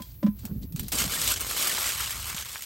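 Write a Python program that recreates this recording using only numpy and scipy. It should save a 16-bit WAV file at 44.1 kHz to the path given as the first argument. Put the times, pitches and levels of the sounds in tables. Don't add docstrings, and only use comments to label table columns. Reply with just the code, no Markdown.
import sys
import numpy as np
from scipy import signal
from scipy.fft import rfft, irfft, next_fast_len
from scipy.io import wavfile
from scipy.ndimage import uniform_filter1d, map_coordinates

SR = 44100
rng = np.random.default_rng(int(sys.argv[2]) if len(sys.argv) > 2 else 0)


def dump(signal):
    limited = np.clip(np.atleast_2d(signal).T, -1, 1)
    pcm = np.round(limited * 32767).astype(np.int16)
    wavfile.write(sys.argv[1], SR, pcm)


N = 116865

# t/s, level/dB
BRUSH_LEVEL = [(0, -55), (.13, -59), (.2, -73), (.35, -75.5), (.39, -57.5), (.47, -57.5), (.51, -66),
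               (.61, -71), (.63, -49), (.7, -90), (.755, -62), (.775, -47), (.91, -53)]
# f/Hz, level/dB
BRUSH_SPECTRUM = [(200, 0), (1500, -10.5), (4000, 0.5), (10000, -7.5), (15700, -5)]

# t/s, click/dB, knock/dB, clink/dB
BOTTLE_CONTACTS = [(.0, -51, -47.5, -42), (.229, -39.5, -30.5, -40), (0.2644, -39.5, -36, -40.5)]
# f/Hz, level/dB, t60/s
KNOCK_MODES = [(300, 15, 0.057), (572, 13.5, 0.038)]
# f/Hz, level/dB
CLICK_SPECTRUM = [(300, -1), (1600, -6), (4000, -14.5), (15000, -31)]
# t/s, level/dB, rise/s
TABLE_BOOMS = [(0.236, -14.5, 0.017), (0.28, -20, 0.0084)]

# t/s, level/dB
BREEZE_LEVEL = [(0, -48), (.45, -43.5), (1.05, -42), (1.5, -45), (1.68, -56), (2.0, -46.5), (2.13, -48),
                (2.42, -42), (2.6, -55)]
# f/Hz, level/dB
BREEZE_SPECTRUM = [(25, -32.5), (55, 3), (120, -6), (200, -16.5), (350, -29), (2000, -73.5)]
# f/Hz, level/dB
HISS_SPECTRUM = [(200, 2), (1000, -5.5), (10300, -13), (11700, 9), (15000, 12.5)]

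# t/s, peak/dB, f/Hz, rise/s
HAND_BUMPS = [(.002, -34, 216, 0.0098), (0.433, -32, 208, 0.017), (0.504, -26, 179, 0.015),
              (0.742, -23, 149, 0.0088), (0.796, -26, 72.6, 0.01), (1.06, -33, 168, 0.0093),
              (2.342, -32, 164, 0.0055)]
# t/s, level/dB
CREASE_SNAPS = [(0.0209, -39), (0.392, -48), (0.4529, -34.5), (0.7232, -45.5), (.7615, -35),
                (0.7954, -29.5), (0.832, -42), (0.883, -34.5), (.9196, -30), (0.982, -31), (1.2164, -24.5),
                (1.276, -25), (1.3167, -25.5), (1.4078, -25.5), (1.6253, -26), (1.6725, -23.5),
                (1.8275, -29), (2.0053, -28.5), (2.1072, -29), (2.2949, -34), (2.622, -35)]
# f/Hz, level/dB
SNAP_SPECTRUM = [(200, -14.5), (1200, -5), (3500, -1), (11500, 3.5), (15700, 1.5)]
# t/s, peak/dB, f/Hz, t60/s
CLEAR_PINGS = [(.022, -46, 3260, .1), (1.7, -33.5, 1790, 0.12), (2.067, -30, 2820, 0.034)]

# t/s, length/s, level/dB
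HAND_RUBS = [(.428, 0.048, -42.5), (.49, 0.098, -35), (.615, 0.042, -35.5), (.7, 0.11, -43.5),
             (.788, .1, -39), (.923, 0.038, -32), (.99, 0.099, -38), (1.1, 0.21, -47)]
# f/Hz, level/dB
RUB_SPECTRUM = [(60, -6.5), (125, 3.5), (230, 1.5), (340, -10.5), (520, -24.5), (900, -47.5)]
# t/s, length/s, level/dB
FINGER_SCRAPES = [(.425, 0.1, -53)]
# f/Hz, level/dB
SCRAPE_SPECTRUM = [(400, 0), (1450, -4.5), (2200, -19), (6000, -43)]

# t/s, level/dB
CRUMPLE_EFFORT = [(.925, -28.5), (.965, -31), (.995, -25), (1.085, -36.5), (1.125, -29), (1.18, -32),
                  (1.32, -26), (1.355, -35), (1.45, -36), (1.51, -31), (1.545, -34), (1.58, -28.5),
                  (1.71, -29), (1.745, -31), (1.89, -29.5), (1.965, -34.5), (2.015, -32), (2.06, -34),
                  (2.21, -39), (2.3, -35.5), (2.335, -39.5), (2.38, -34.5), (2.44, -40), (2.55, -39),
                  (2.595, -42.5), (2.65, -42)]
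# t/s, level/dB
BODY_BALANCE = [(.93, -15), (1.03, -7.5), (1.2, -11), (1.7, -7), (2.45, -4.5), (2.65, -11)]
# t/s, level/dB
OPEN_SHEET_LEVEL = [(.92, -41), (1.15, -47.5), (1.3, -44), (1.39, -48.5), (1.7, -43.5), (1.9, -50),
                    (2, -69)]
# f/Hz, level/dB
TREBLE_SPECTRUM = [(600, -61.5), (1200, -15), (2000, -10), (3000, 3), (7300, 2.5), (8300, 4), (10200, -1),
                   (11400, 5), (13000, -1.5), (15700, -3)]
# f/Hz, level/dB
BODY_SPECTRUM = [(250, -18), (720, -9), (1000, -2), (1900, -1.5), (2600, -7), (4000, -25.5), (9000, -64.5)]
# f/Hz, level/dB
FLUTTER_SPECTRUM = [(60, -14.5), (180, -0.5), (550, 0), (1000, -3.5), (2500, -25.5)]
# t/s, level/dB, f/Hz
PANEL_POPS = [(0.998, -30.5, 1270), (1.309, -36.5, 1300), (1.513, -38, 1190), (1.715, -28, 1640),
              (1.779, -30, 1360), (2.001, -33, 1510), (2.381, -32.5, 3240), (2.558, -33.5, 1500)]

# f/Hz, level/dB
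SIDE_GAIN = [(200, -13.5), (600, -6), (1400, -23), (3400, -9), (4400, -58)]
# centre/Hz, half width/Hz
PHASE_SLIPS = [(10200, 1550), (13850, 1500)]

GRIP_S = .9195


def amp(db):
    return 10 ** (np.asarray(db) / 20)


def along(points, hz):
    f, values = np.transpose(points)
    return np.interp(np.log(hz + 1), np.log(f + 1), values)


def curve(points):
    return np.interp(np.arange(N) / SR, *np.transpose(points))


def wobble(per_s):
    knots = rng.standard_normal(int(N * per_s / SR) + 4)
    return map_coordinates(knots, [np.arange(N) * per_s / SR])


def filtered(x, response):
    size = next_fast_len(N + SR // 2)
    return irfft(rfft(x, size) * response(np.fft.rfftfreq(size, 1 / SR)), size)[..., :N]


def coloured(x, spectrum, size=4096):
    cepstrum = irfft(np.log(amp(along(spectrum, np.fft.rfftfreq(size, 1 / SR)))))
    cepstrum[1:size // 2] *= 2
    cepstrum[size // 2 + 1:] = 0
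    impulse = irfft(np.exp(rfft(cepstrum)))
    return signal.fftconvolve(x, impulse / np.linalg.norm(impulse))[:len(x)]


def add(track, s, sound):
    start = max(0, round(s * SR))
    track[start:start + len(sound)] += sound[:N - start]


def burst(t60, size=4096):
    noise = rng.standard_normal(size) * amp(-60 * np.arange(size) / SR / t60)
    return noise / np.linalg.norm(noise)


def mode(hz, db, t60):
    t = np.arange(SR // 2) / SR
    return amp(db - 60 * t / t60) * np.sin(2 * np.pi * hz * t)


def swell(t, rise, sharpness):
    return (t / rise * np.exp(1 - t / rise)) ** sharpness


def crease(ring_db, t60, hump_db=3.8, hump_width_hz=330):
    hz = np.linspace(0, SR / 2, 200)
    humps = map_coordinates(rng.standard_normal(len(hz)), [hz / hump_width_hz], mode="nearest")
    crack = burst(t60=0.0022)
    ring = amp(ring_db) * burst(t60)
    flip = coloured(crack + ring, np.c_[hz, hump_db * humps])
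    return flip / np.linalg.norm(flip)


def crackle(per_s, spread_db, even_s, facets=48):
    buckles = rng.random(N) < per_s / SR
    flips = buckles * amp(spread_db * np.minimum(rng.standard_normal(N), 2))
    facet = rng.integers(facets, size=N)
    window = int(even_s * SR)
    power = uniform_filter1d(uniform_filter1d(flips ** 2, window), window)
    flips /= np.sqrt(np.abs(power) + 1e-6)
    return sum(signal.oaconvolve(flips * (facet == k), crease(ring_db=4, t60=0.093))[:N]
               for k in range(facets))


def brushing(gain_db=1.5):
    creases = crackle(per_s=700, spread_db=2.5, even_s=0.024)
    return amp(curve(BRUSH_LEVEL) + gain_db) * coloured(creases, BRUSH_SPECTRUM)


def bottle():
    ring, clicks = np.zeros((2, N))
    attack = 1 - np.exp(-np.arange(SR // 2) / SR / 0.006)
    for s, click_db, knock_db, clink_db in BOTTLE_CONTACTS:
        add(clicks, s, amp(click_db) * np.sqrt(0.0083 * SR) * burst(t60=0.09))
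        add(ring, s, mode(hz=1018, db=clink_db, t60=0.14))
        add(ring, s, attack * sum(mode(hz, knock_db + db, t60) for hz, db, t60 in KNOCK_MODES))
    return ring + coloured(clicks, CLICK_SPECTRUM)


def air(gust_db=3, hiss_db=-48):
    rumble = coloured(rng.standard_normal(N), BREEZE_SPECTRUM)
    gusts = amp(curve(BREEZE_LEVEL) + gust_db * wobble(per_s=8.44))
    hiss = coloured(rng.standard_normal(N), HISS_SPECTRUM)
    return gusts * rumble + amp(hiss_db) * hiss


def bumps():
    out, t = np.zeros(N), np.arange(SR // 4) / SR
    for s, db, hz, rise in HAND_BUMPS:
        add(out, s, amp(db) * swell(t, rise, sharpness=4.7) * np.sin(2 * np.pi * hz * t))
    return out


def snaps(gain_db=7.5, step_s=0.0013):
    out = np.zeros(N)
    for s, db in CREASE_SNAPS:
        strength = amp(db + gain_db) * np.sqrt(step_s * SR)
        for k in range(3):
            add(out, s + k * step_s, strength / (1 + k) * crease(ring_db=3, t60=0.066))
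    return coloured(out, SNAP_SPECTRUM)


def pings(faint_count=110, low_hz=1300, high_hz=8880):
    out = np.zeros(N)
    for s, db, hz, t60 in CLEAR_PINGS:
        add(out, s, mode(hz, db, t60))
    for when, pitch, faintness in rng.random((faint_count, 3)):
        s = GRIP_S + when * (N / SR - GRIP_S)
        db = np.interp(s, *np.transpose(CRUMPLE_EFFORT)) - 0.5 - 10 * faintness
        add(out, s, mode(low_hz + (high_hz - low_hz) * pitch, db, t60=0.065))
    return out


def table_boom(hz=207.4, tail_db=-1, tail_t60=0.17):
    envelope, t = np.zeros(N), np.arange(SR // 2) / SR
    for s, db, rise in TABLE_BOOMS:
        tail = amp(tail_db - 60 * t / tail_t60) * (1 - np.exp(-t / rise))
        add(envelope, s, amp(db) * (swell(t, rise, sharpness=3.8) + tail))
    return envelope * np.sin(2 * np.pi * hz * np.arange(N) / SR)


def rubbing(strokes, spectrum, slips_per_s=600):
    slips = (rng.random(N) < slips_per_s / SR) * rng.choice([-1, 1], N)
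    friction = coloured(slips, spectrum)
    pressure = np.zeros(N)
    for s, length, db in strokes:
        arch = np.abs(np.sin(np.linspace(0, np.pi, int(length * SR))))
        add(pressure, s, amp(db) * np.sqrt(arch))
    return pressure * friction / np.sqrt(np.mean(friction ** 2))


def crumpling(treble_gain_db=1.5, body_gain_db=-1.9):
    effort_db = curve(CRUMPLE_EFFORT)
    per_s = 750 * np.exp(0.08 * (effort_db + 29))
    gripped = np.arange(N) / SR > GRIP_S
    creases = gripped * crackle(per_s, spread_db=6.5, even_s=0.013)
    treble = coloured(creases * amp(effort_db + treble_gain_db), TREBLE_SPECTRUM)
    body = coloured(creases * amp(effort_db + curve(BODY_BALANCE) + body_gain_db), BODY_SPECTRUM)
    flutter = coloured(creases * amp(curve(OPEN_SHEET_LEVEL)), FLUTTER_SPECTRUM)
    return treble + body + flutter


def pops(half_width_octaves=0.75):
    out, octaves = np.zeros(N), np.linspace(-2, 2, 17)
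    hump_db = -20 * np.log10(1 + (octaves / half_width_octaves) ** 4)
    for s, db, hz in PANEL_POPS:
        pop = coloured(crease(ring_db=0, t60=0.032), np.c_[hz * 2 ** octaves, hump_db])
        add(out, s, amp(db) * np.sqrt(0.0045 * SR) * pop)
    return out


def scene():
    hands = rubbing(HAND_RUBS, RUB_SPECTRUM) + rubbing(FINGER_SCRAPES, SCRAPE_SPECTRUM) + bumps()
    foil = crumpling() + brushing() + snaps() + pops()
    mid = hands + foil + pings() + bottle() + table_boom() + air()
    return np.array([mid, mid])


def record(dry, top_hz=15850, slip_side_db=-3):
    def lag(hz):
        offsets = [np.clip((hz - centre) / half, -1, 1) for centre, half in PHASE_SLIPS]
        return np.pi * sum(1 + np.sign(x) * np.sin(np.pi * x / 2) ** 2 for x in offsets)

    def width(hz):
        return amp(along(SIDE_GAIN, hz)) + amp(slip_side_db) * np.abs(np.sin(lag(hz) / 2))

    pair = filtered(dry, lambda hz: np.exp(.5j * np.outer([-1, 1], lag(hz))))
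    flicker = np.sin(2 * wobble(per_s=45))
    side = filtered(dry[0] * flicker, width)
    return filtered(pair + np.outer([1, -1], side), lambda hz: hz < top_hz)


dry = scene()
out = record(dry)
dump(out)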